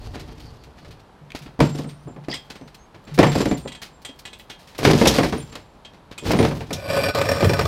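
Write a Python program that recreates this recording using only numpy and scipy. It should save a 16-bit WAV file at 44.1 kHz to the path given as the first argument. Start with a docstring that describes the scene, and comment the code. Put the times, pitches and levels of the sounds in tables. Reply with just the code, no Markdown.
"""A yard with four outdoor steps: a garden cart, a plastic tub on a steel frame, is pulled down them and
rolls on over rough concrete. At each drop, impacts excite the tub's damped modes, so it booms and
chatters. In between, the handle hitch clinks, steel rubs, small metal parts ping and grit crunches
under boots and tyres. On the concrete, random contact forces drive the frame's resonances.
Faint whistles come from far off, and a house wall and a stone bank add a short reverberation."""
import sys
import numpy as np
from scipy import signal
from scipy.fft import rfft, irfft, next_fast_len
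from scipy.io import wavfile
from scipy.ndimage import map_coordinates

SR = 44100
rng = np.random.default_rng(int(sys.argv[2]) if len(sys.argv) > 2 else 0)


def unload_wav(signal):
    """Save mono or channel-first audio to the path in sys.argv[1] as 16-bit WAV at rate SR, clipped to [-1, 1]."""
    wavfile.write(
        sys.argv[1],
        SR,
        np.round(np.clip(np.atleast_2d(signal).T, -1, 1) * 32767).astype(np.int16),
    )


N = 338247
TIME = np.arange(N) / SR
RING = np.arange(SR // 2) / SR  # time axis of one short event [s]

# Levels in all tables are relative within their layer.
# normal modes of the plastic tub: (frequency [Hz], level [dB], t60 [s])
TUB_MODES = [(62.5, -11, 1), (117, -7.5, 0.31), (147.5, 0.5, 0.44), (166.5, 1.5, 0.37), (192, -13, 0.097),
             (240.8, 0.5, 0.32), (269.2, 0.5, 0.21), (311.7, 5.5, 0.17), (384, 5.5, 0.096),
             (446, 4.5, 0.17), (537.6, -7, 0.2), (576, 0, 0.099), (719.4, -3, 0.18), (917, -15, 0.26),
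             (1009, -12, 0.14), (1245, -30, 0.19), (1486, -31, 0.12), (1770, -21, 0.069),
             (2260, -25.5, 0.14), (2420, -19.5, .12)]


def amp(db):
    """Decibels to amplitude ratio."""
    return 10 ** (np.asarray(db) / 20)


def unit(x):
    """Normalisation to rms 1."""
    return x / np.sqrt(np.mean(x ** 2) + 1e-20)


def unit_attack(x):
    """Normalisation to rms 1 over the first 20 ms."""
    return x / np.sqrt(np.mean(x[:SR // 50] ** 2) + 1e-20)


def fade(t60):
    """Exponential decay of 60 dB in t60 seconds."""
    return np.exp(-np.log(1000) * RING / max(t60, 1e-3))


def onset(seconds):
    """Exponential approach from 0 to 1."""
    return 1 - fade(seconds)


def swell(start, rise, hold, t60):
    """An envelope of quadratic rise, plateau and exponential decay; all times in seconds."""
    t = TIME - start
    decay = amp(-60 * np.clip((t - rise - hold) / max(t60, 1e-3), 0, 2))
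    return np.clip(t / max(rise, 1e-3), 0, 1) ** 2 * decay


def white(size=len(RING)):
    """Gaussian white noise, by default one event long."""
    return rng.standard_normal(size)


def wobble(rate):
    """Random modulation: linear interpolation between rate Gaussian values a second."""
    return map_coordinates(white(int(N * rate / SR) + 4), [TIME * rate], order=1)


def along(points, hz):
    """Interpolation of (frequency [Hz], value) points on a logarithmic frequency axis."""
    frequencies, values = np.transpose(points)
    return np.interp(np.log(hz + 1), np.log(frequencies), values)


def filtered(x, response):
    """Linear filtering: the spectrum of x times a frequency response."""
    size = next_fast_len(len(x) + 4096, True)
    return irfft(rfft(x, size) * response(np.fft.rfftfreq(size, 1 / SR)), size)[:len(x)]


def coloured(x, spectrum):
    """Spectral shaping by (frequency [Hz], level [dB]) points, at rms 1."""
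    return unit(filtered(x, lambda hz: amp(along(spectrum, hz))))


def resonances(modes, f):
    """Summed response at f of second-order resonators of alternating polarity."""
    return sum((-1) ** k * amp(db) * 1j * f * width / (hz * hz - f * f + 1j * f * width)
               for k, (hz, width, db) in enumerate(modes))


def narrow(x, hz, width_hz):
    """Band-pass filtering by two equal resonators in cascade, at rms 1."""
    return unit(filtered(x, lambda f: resonances([(hz, width_hz, 0)], f) ** 2))


def contacts(size, rate, spread_db):
    """A Poisson train of tiny impacts, rate a second, with log-normal strengths."""
    hits = rng.random(size) < rate / SR
    return hits * rng.choice([-1, 1], size) * amp(spread_db * np.clip(white(size), -2, 2))


def dying(spectrum, decay):
    """High modal overlap: noise in which each band decays at its own rate."""
    noise = coloured(white(), spectrum)
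    centres, t60s = np.transpose(decay)
    return sum(filtered(noise, lambda hz: along(np.c_[centres, band], hz)) * fade(t60)
               for band, t60 in zip(np.eye(len(decay)), t60s))


def burst(spectrum, t60, rise):
    """A broadband transient: shaped noise with exponential rise and decay."""
    return unit_attack(coloured(white(), spectrum) * fade(t60) * onset(rise))


def ringing(modes):
    """Free vibration: one damped sinusoid for each mode."""
    return np.array([amp(db) * np.sin(2 * np.pi * hz * RING) * fade(t60) for hz, db, t60 in modes])


def struck(rings):
    """Modal superposition: each blow lands elsewhere and weights the modes anew."""
    return unit_attack(amp(3.5 * white(len(rings))) @ rings)


def add(track, start, sound):
    """Superposition of a sound on the track from start seconds."""
    part = track[max(round(start * SR), 0):][:len(sound)]
    part += sound[:len(part)]


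def pace():
    """Rolling excitation, as a gain: it falls as the cart slows and dies out at the top step."""
    # strength of rolling: (time [s], level [dB])
    rolling_levels = [(0.0, -34), (0.37, -43.5), (0.406, -38), (0.768, -53.5), (0.89, -41), (1.15, -74)]
    halt_s, halt_t60 = 1.06, 0.5
    times, levels = np.transpose(rolling_levels)
    halted = np.clip(TIME - halt_s, 0, 2)
    return amp(np.interp(TIME, times, levels) - 60 * halted / halt_t60)


def upper_path():
    """Roughness excitation: the tyres rumble on the path and their tread rasps on grit."""
    rumble = coloured(white(N), [(15, -4.0), (35, -3), (65, -0.5), (130, -5.5), (400, -61)])
    grains = contacts(N, rate=3000, spread_db=3) * amp(5.9 * wobble(rate=25.5))
    rasp = narrow(grains, hz=4500, width_hz=680)
    return pace() * (amp(-0.5) * rumble + amp(-22) * rasp)


def tub_chatter():
    """Intermittent contact: the loose tub rattles in clumps of impacts that keep its modes droning."""
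    # spectrum of the contacts: (frequency [Hz], level [dB])
    chatter_spectrum = [(200, -48), (700, -3), (2200, -8.5), (3000, -6.5), (5000, -7.5), (7000, -15.5),
                        (10000, -21.5), (14000, -24), (16000, -55)]
    # shaking at each step: (time [s], rise [s], hold [s], t60 [s], chatter level [dB], drone level [dB])
    steps = [(1.6, .04, 0.15, 0.45, -42.5, -45), (3.18, 0.19, 0.049, 0.39, -30.5, -28.5),
             (4.755, 0.096, 0.29, 0.74, -27.5, -22.5), (6.197, 0.072, 0.16, 1, -38.5, -27.5)]
    clumps = unit(amp(5.2 * wobble(rate=70)))
    chatter = coloured(contacts(N, rate=2200, spread_db=3) * clumps, chatter_spectrum)
    force = contacts(N, rate=300, spread_db=3) * clumps
    drone = unit(signal.fftconvolve(force, ringing(TUB_MODES).sum(axis=0))[:N])
    track = pace() * (amp(-14.5) * chatter + amp(-3.5) * drone)
    for start, rise, hold, t60, chatter_db, drone_db in steps:
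        track += swell(start, rise, hold, t60) * (amp(chatter_db) * chatter + amp(drone_db) * drone)
    return track


def outdoor_air():
    """Stationary ambient noise of still air, strongest in the bass."""
    # ambient spectrum: (frequency [Hz], level [dB])
    air_spectrum = [(15, -44), (25, 3.5), (184, 0.5), (298, -4.5), (423, -5), (725, -6), (875, -4.5),
                    (2020, -18), (3650, -22.5), (3960, -22.5), (6250, -32), (12300, -38), (15600, -53.5)]
    return amp(-50) * coloured(white(N), air_spectrum)


def grit():
    """Granular impact noise: litter rustles and grit crunches; boots thud and twigs snap."""
    # dry litter under the tyres: (frequency [Hz], level [dB])
    litter_spectrum = [(500, -17.5), (2200, -2), (4500, 0), (7000, -9), (12000, -12.5), (16000, -13)]
    # grains of grit: (frequency [Hz], level [dB])
    grit_spectrum = [(200, 8.5), (900, 1.5), (2200, 3.5), (4500, 2), (6500, -7), (10000, -14.5),
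                     (13500, -17), (16000, -22)]
    # clumps of grains: (time [s], level [dB], t60 [s], spectral tilt [dB/octave])
    crunches = [(0.1363, -25.5, 0.35, -3.5), (0.195, -32, 0.1, 0.5), (0.2848, -31, 0.11, -4),
                (0.396, -38.5, 0.14, 2), (0.636, -40, 0.07, 1), (0.779, -38.5, 0.16, -1.5),
                (0.846, -35, 0.093, -2.5), (0.906, -38.5, 0.12, 0.5), (0.994, -45.5, .1, 0),
                (1.3484, -25, 0.13, 0), (1.388, -42, .04, 5), (1.417, -38, 0.18, 2),
                (1.458, -27.5, 0.14, -4), (1.888, -36.5, 0.16, 1), (2.238, -38.5, .08, -1.5),
                (2.499, -26.5, 0.11, -0.5), (2.552, -31, 0.1, -1.5), (2.673, -39.5, .1, -0.5),
                (2.7436, -37, 0.053, 2), (2.943, -33.5, 0.14, -4), (3.07, -30, 0.43, -3),
                (3.139, -32.5, 0.13, 5), (3.315, -20.5, 0.27, -0.5), (3.57, -34, 0.17, 4),
                (3.816, -25.5, 0.17, 1.5), (4.017, -44.5, 0.077, 5), (4.189, -35.5, 0.073, 5),
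                (4.386, -44.5, .18, 12), (4.496, -30.5, 0.16, 0.5), (4.587, -43, 0.37, 2.5),
                (4.671, -38.5, 0.32, 1.5), (4.747, -33.5, 0.087, -1), (4.779, -26.5, 0.091, 5.5),
                (5.117, -21.5, 0.67, 0), (5.52, -31, 0.33, -2), (5.553, -26.5, 0.037, -1),
                (5.9325, -39, 0.15, -1.5), (6.111, -27.5, 0.11, -2), (6.2613, -22, 0.39, 0),
                (6.314, -18.5, 0.042, 3)]
    # footfalls and twig snaps: (time [s], frequency [Hz], level [dB], t60 [s])
    knocks = [(1.304, 2190, -46.5, 0.025), (1.319, 2380, -42.5, .02), (1.349, 300, -31.5, 0.027),
              (2.08, 330, -45, 0.042), (2.284, 317, -29, 0.061), (3.658, 536, -33.5, 0.067),
              (4.092, 277, -41, 0.11), (5.555, 4000, -43, 0.0078)]
    rustle = coloured(contacts(N, rate=1500, spread_db=7) * amp(6.4 * wobble(rate=22)), litter_spectrum)
    track = amp(-69.5) * swell(start=1.3, rise=0.15, hold=4.3, t60=0.89) * rustle
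    for start, db, t60, tilt in crunches:
        spectrum = [(hz, level + tilt * np.log2(hz)) for hz, level in grit_spectrum]
        grains = coloured(contacts(len(RING), rate=5000, spread_db=4), spectrum)
        add(track, start, amp(db - 10) * unit_attack(grains * fade(t60) * onset(0.026)))
    for start, hz, db, t60 in knocks:
        body = np.sin(2 * np.pi * hz * RING) + amp(-2) * narrow(white(), hz, width_hz=hz)
        add(track, start, amp(db) * unit_attack(body * fade(t60)))
    return track


def tub_floor():
    """Plate bending: each shift of weight sets the tub's floor humming in its main mode."""
    # shifts of weight: (time [s], level [dB])
    flexes = [(0.8, -47), (1.21, -45.5), (1.409, -41.5), (1.597, -19), (1.83, -33.5), (2.055, -37.5),
              (2.16, -40), (2.6, -49), (3.111, -35), (3.235, -16), (3.369, -30), (3.507, -34)]
    mode_hz = 145.9
    track = np.zeros(N)
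    for start, db in flexes:
        tone = np.sin(2 * np.pi * (mode_hz * RING + rng.random()))
        hum = tone + amp(-5) * narrow(white(), mode_hz, width_hz=45)
        add(track, start, amp(db + 5) * hum * fade(0.41) * onset(0.029))
    return track


def tub_blows():
    """Impact excitation: the tub slams on its frame and booms; hard contact adds a clack and a crack."""
    # jolts of the tub: (time [s], boom level [dB], clack level [dB], crack level [dB])
    blows = [(1.591, -9, -50, -35), (1.603, 0, -19, -16), (1.625, -9.5, -35, -37), (1.648, -22, -37.5, -35),
             (1.747, -19.5, -53, -50), (1.788, -15.5, -40.5, -41), (1.844, -20, -50, -45),
             (2.072, -25.5, -45.5, -58), (2.162, -29, -44, -53), (2.284, -18.5, -35, -32.5),
             (2.612, -27.5, -52, -48), (3.177, -9, -32, -26.5), (3.188, 4, -15, -12.5),
             (3.196, -6, -22, -22), (3.229, -3.5, -13, -13.5), (3.267, -6.5, -33, -21.5),
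             (3.353, -4.5, -25.5, -27.5), (3.404, -5.5, -32, -25.5), (3.456, -6, -31, -26),
             (3.512, -5, -41, -27), (3.652, -21.5, -44, -61), (4.788, -19, -33.5, -28),
             (4.83, -15, -37, -25.5), (4.85, -2, -27, -9), (4.873, 1, -21, -18), (4.899, -5, -26, -18),
             (4.933, -2.5, -34, -19), (5.013, 0.5, -21, -18), (5.057, -1, -21, -14),
             (5.185, -2, -19.5, -17), (5.232, -9, -25, -19), (5.324, -7.5, -31, -25),
             (5.554, -32, -44, -34), (6.254, -14.5, -55, -32.5), (6.306, -11.5, -22.5, -20),
             (6.333, -3, -27, -23.5), (6.388, -9, -42, -20), (6.396, -0.5, -44, -33),
             (6.427, -6.5, -28.5, -21), (6.449, -8, -26, -20), (6.511, -18.5, -31, -33),
             (6.606, -24, -36, -32), (6.706, -18.5, -32.5, -34), (6.965, -17.5, -37, -32),
             (7.423, -4, -22, -22), (7.45, -9, -34, -31), (7.495, -8, -24.5, -27), (7.61, -15, -27.5, -24)]
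    # dense panel modes: (frequency [Hz], level [dB])
    panel_spectrum = [(25, -40.5), (45, -21), (62, -7.5), (85, -4.5), (140, -0.5), (300, 2.5), (550, -6),
                      (900, -13.5), (1500, -22.5), (3000, -65), (16000, -76)]
    # their damping: (frequency [Hz], t60 [s])
    panel_decay = [(100, 0.31), (300, 0.21), (800, 0.14), (3000, 0.038)]
    # hollow clack: (frequency [Hz], level [dB])
    clack_spectrum = [(200, -16.5), (480, 4.5), (720, 3), (1000, -1), (1400, -9), (1900, -14), (2600, -18),
                      (5000, -38), (16000, -78.5)]
    # sharp crack: (frequency [Hz], level [dB])
    crack_spectrum = [(100, -19), (500, 12), (1000, 2), (2200, 5), (3000, -1), (5000, -4.5), (7000, -13.5),
                      (10000, -19.5), (16000, -29.5)]
    track, rings = np.zeros(N), ringing(TUB_MODES)
    rings[1::2] *= -1  # neighbouring modes swing in antiphase
    push = unit_attack(np.sin(2 * np.pi * 230 * RING) * fade(0.029))
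    for start, boom_db, clack_db, crack_db in blows:
        panels = unit_attack(dying(panel_spectrum, panel_decay) * onset(0.013))
        boom = amp(-16) * struck(rings) + amp(-15) * panels + amp(-19) * push
        clack = burst(clack_spectrum, t60=0.16, rise=0.0034)
        click = burst(crack_spectrum, t60=0.017, rise=0.0085)
        buzz = burst(crack_spectrum, t60=0.15, rise=0.016)
        crack = amp(-9) * click + amp(-7.5) * buzz
        add(track, start, amp(boom_db) * boom + amp(clack_db) * clack + amp(crack_db) * crack)
    return track


def pings():
    """Amplitude modulation: thin bits of metal each ring in one high mode and flicker as they swing."""
    # small metal parts: (time [s], frequency [Hz], level [dB], t60 [s])
    strikes = [(1.63, 7510, -34, 0.35), (1.715, 7400, -45, 0.49), (1.755, 8800, -52, 0.39),
               (1.87, 8560, -48, 0.3), (1.941, 9200, -57.5, 1), (2.08, 7340, -47, 0.17),
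               (2.54, 8400, -60, 1.0), (3.05, 7370, -51, 0.3), (3.264, 7470, -32, 0.77),
               (3.403, 7300, -32, 0.19), (3.491, 7280, -34, 0.71), (3.575, 8580, -46, 0.71),
               (3.93, 7400, -60, 0.62), (5.22, 9100, -39, 0.44), (5.38, 9300, -33.5, 0.2),
               (5.399, 7360, -42.5, 0.8), (6.205, 7350, -44, 0.23), (6.38, 9270, -32.5, 0.33)]
    track = np.zeros(N)
    for start, hz, db, t60 in strikes:
        swing_db = 4.1 * narrow(white(), hz=6.9, width_hz=27)
        ring = np.sin(2 * np.pi * hz * RING) * fade(t60) * onset(0.0037)
        add(track, start, amp(db - 6 + swing_db) * ring)
    return track


def whistles():
    """Frequency modulation: faint tones waver and mostly glide upward, perhaps a small, distant bird."""
    # notes: (time [s], duration [s], start frequency [Hz], end frequency [Hz], level [dB])
    notes = [(1.94, .14, 5140, 6600, -68), (2.57, 0.14, 6100, 6100, -62), (2.772, .1, 6360, 6480, -55),
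             (5.888, 0.12, 5400, 6040, -67)]
    track = np.zeros(N)
    for start, length, start_hz, end_hz, db in notes:
        progress = np.clip(RING / length, 0, 1)
        waver_hz = 60 * narrow(white(), hz=80, width_hz=130)
        hz = start_hz + (end_hz - start_hz) * progress + waver_hz
        tone = np.sin(2 * np.pi * np.cumsum(hz) / SR)
        add(track, start, amp(db - 3) * np.sin(np.pi * progress) * tone)
    return track


def steel():
    """Impact and friction: the frame's steel parts clash in a broad band or squeak in a narrow one."""
    # steel striking steel: (time [s], level [dB])
    clashes = [(5.071, -15), (5.083, -29), (6.728, -29)]
    # spectrum of a clash: (frequency [Hz], level [dB])
    clash_spectrum = [(1500, -20), (3100, -5), (3800, 0.5), (4600, -9), (5500, 1.5), (6400, -6),
                      (8200, -12), (10000, -15.5), (13000, -16), (16000, -29.5)]
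    # steel rubbing on steel: (time [s], frequency [Hz], level [dB], duration [s])
    rubs = [(2.297, 4940, -33, 0.017), (2.309, 4780, -28.5, 0.014), (2.324, 4950, -29, 0.012),
            (2.335, 5030, -31.5, 0.025), (2.325, 1950, -32, 0.02)]
    track = np.zeros(N)
    for start, db in clashes:
        add(track, start, amp(db) * burst(clash_spectrum, t60=0.082, rise=0.029))
    for start, hz, db, length in rubs:
        arch = np.sin(np.pi * np.clip(RING / length, 0, 1))
        add(track, start, amp(db) * arch * narrow(white(), hz, width_hz=0.088 * hz))
    return track


def hitch():
    """Modal ringing: the handle's steel pin clinks on its bracket, with a brief scrape at each hit."""
    # hits of the pin: (time [s], clink level [dB], scrape level [dB])
    clinks = [(2.314, -22, -49), (2.338, -18, -32.5), (2.3564, -27, -43), (3.676, -24, -39),
              (3.72, -27.5, -42), (3.7494, -28, -44), (4.0493, -22.5, -32.5), (4.0893, -31, -63),
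              (4.253, -24, -37.5), (4.2762, -32, -53), (4.3311, -27.5, -45), (4.3967, -32.5, -51),
              (4.5009, -25, -53), (5.4, -34, -58), (5.849, -28.5, -52), (6.1789, -23.5, -33)]
    # normal modes of the bracket: (frequency [Hz], level [dB], t60 [s])
    bracket_modes = [(1707, -11, 0.25), (1980, -1.5, 0.093), (2200, 0, 0.086), (2520, -4.5, 0.16),
                     (2840, -6, 0.14), (3150, -28, 0.19), (3230, 1.5, 0.24), (3400, 2, 0.13),
                     (3500, -13, 0.15), (3820, 0, 0.063), (3980, 1, 0.074), (4400, -21, 0.14),
                     (6340, -15, 0.14), (7550, -16, 0.085), (7500, -13, 0.12), (8500, -13, 0.082)]
    # clack on the bracket: (frequency [Hz], level [dB])
    bracket_spectrum = [(800, -8.5), (1800, -16.5), (2700, -5.5), (3250, -1.5), (3950, -8), (4600, -11),
                        (6000, -17), (16000, -66)]
    # bright scrape of the pin: (frequency [Hz], level [dB])
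    pin_spectrum = [(2000, 1.5), (5000, -8), (6400, -2), (7400, 3.5), (8300, 5), (9300, -3.5), (10300, -15),
                    (12500, -10), (16000, -26.5)]
    detune = 0.0063  # fractional scatter of the modes with the load on the pin
    track = np.zeros(N)
    for start, db, scrape_db in clinks:
        rings = ringing([(hz * (1 + detune * rng.standard_normal()), level, t60)
                         for hz, level, t60 in bracket_modes])
        clack = burst(bracket_spectrum, t60=0.11, rise=0.0091)
        scrape = burst(pin_spectrum, t60=0.084, rise=0.015)
        add(track, start, amp(db - 16) * (clack + struck(rings)) + amp(scrape_db - 7) * scrape)
    return track


def rolling():
    """Forced vibration: rough, cracked concrete drives the frame's resonances, and the tyres thrum."""
    # runs on the concrete: (time [s], duration [s], level [dB])
    runs = [(6.686, 0.17, -30.5), (6.849, 0.257, -18), (7.122, 0.26, -17.5), (7.354, 0.26, -20)]
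    # cracks jar the wheels: (time [s], level [dB])
    jars = [(6.706, -22), (6.933, -13), (6.966, -15), (7.033, -11), (7.085, -9.5), (7.148, -7.5),
            (7.185, -7), (7.213, -4), (7.254, -15), (7.288, -4), (7.314, -5), (7.405, -9), (7.444, -3.5),
            (7.493, -5.5), (7.533, -4), (7.591, -3.5), (7.653, -6.5)]
    # resonances of the steel frame: (frequency [Hz], bandwidth [Hz], level [dB])
    frame_modes = [(302, 73, -13), (458, 73, -7), (557.6, 30, 3), (740, 83, -15.5), (1242, 98, -8),
                   (1486, 18, -6), (1773, 86, -18), (2060, 65, -29), (2377, 86, -11), (3560, 60, -25),
                   (4280, 500, -21.5), (4730, 84, -16), (5526, 38, -15.5), (7330, 150, -29.5),
                   (7960, 220, -33), (8830, 50, -26), (10000, 220, -37), (11800, 890, -32.5),
                   (14000, 410, -39)]
    # grinding on concrete: (frequency [Hz], level [dB])
    concrete_spectrum = [(200, 5), (700, 8), (2000, 6), (3000, -18), (5200, 0.5), (6200, -7.5),
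                         (10000, -14.5), (16000, -26)]
    # bounces of the air-filled tyres: (time [s], level [dB])
    bounces = [(5.33, -32), (6.25, -24.5), (6.39, -26.5), (6.53, -33), (6.72, -37), (6.955, -30),
               (7.14, -35.5), (7.281, -31), (7.425, -18), (7.6, -24)]
    # thrum of the tyres: (frequency [Hz], level [dB])
    tyre_spectrum = [(30, -38), (60, -17.5), (95, 0.5), (125, -5), (180, -9.5), (600, -51)]
    rise_s, hop_s, hop_half_s = 0.053, 7.125, 0.014
    running = sum(amp(db) * swell(start, rise_s, length - rise_s, t60=0.21) for start, length, db in runs)
    running *= 1 - np.exp(-((TIME - hop_s) / hop_half_s) ** 4)  # the wheels briefly leave the ground
    judder = unit(amp(1.4 * wobble(rate=87)))
    force = contacts(N, rate=1300, spread_db=2.5) * judder * running
    for start, db in jars:
        jolt = contacts(len(RING), rate=4000, spread_db=-0.5) * fade(0.057) * onset(0.007)
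        add(force, start, amp(db - 21.5) * unit_attack(jolt))
    # the load shifts between the frame's tubes, so three groups of resonances come and go
    frame = sum(amp(3 * wobble(rate=14)) * filtered(force, lambda f: resonances(frame_modes[k::3], f))
                for k in range(3))
    grinding = filtered(force, lambda f: amp(along(concrete_spectrum, f)))
    bouncing = sum(amp(db) * swell(start, rise=0.013, hold=0.035, t60=0.4) for start, db in bounces)
    thrum = (amp(-15.5) * running + bouncing) * coloured(white(N), tyre_spectrum)
    return amp(27) * frame + grinding + thrum


def yard(x):
    """Reverberation: convolution with the short tail reflected by the house wall and the stone bank."""
    # reverberation time: (frequency [Hz], t60 [s])
    yard_decay = [(150, 0.41), (1000, 0.31), (4000, 0.25), (12000, 0.12)]
    tail = dying([(60, -11), (500, -5.5), (5000, 3.5), (15000, 7.5)], yard_decay) * onset(0.083)
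    return signal.fftconvolve(x, tail / np.linalg.norm(tail))[:N]


def scene():
    """Superposition of the cart's direct sound, its reverberation and the background, in one channel."""
    cart = tub_blows() + tub_chatter() + tub_floor() + rolling() + hitch() + steel() + grit() + pings()
    return (cart + amp(-12.5) * yard(cart) + upper_path() + whistles() + outdoor_air())[None]


def record(dry):
    """Band limiting and saturation: the microphone sheds deep bass and top treble and rounds off peaks."""
    low_hz, top_hz = 24, 15800
    heard = signal.sosfilt(signal.butter(2, low_hz, "high", fs=SR, output="sos"), dry[0])
    clipped = heard / (1 + np.abs(heard) ** 8) ** (1 / 8)
    return filtered(clipped, lambda hz: hz < top_hz)[None]


dry = scene()
out = record(dry)
unload_wav(out)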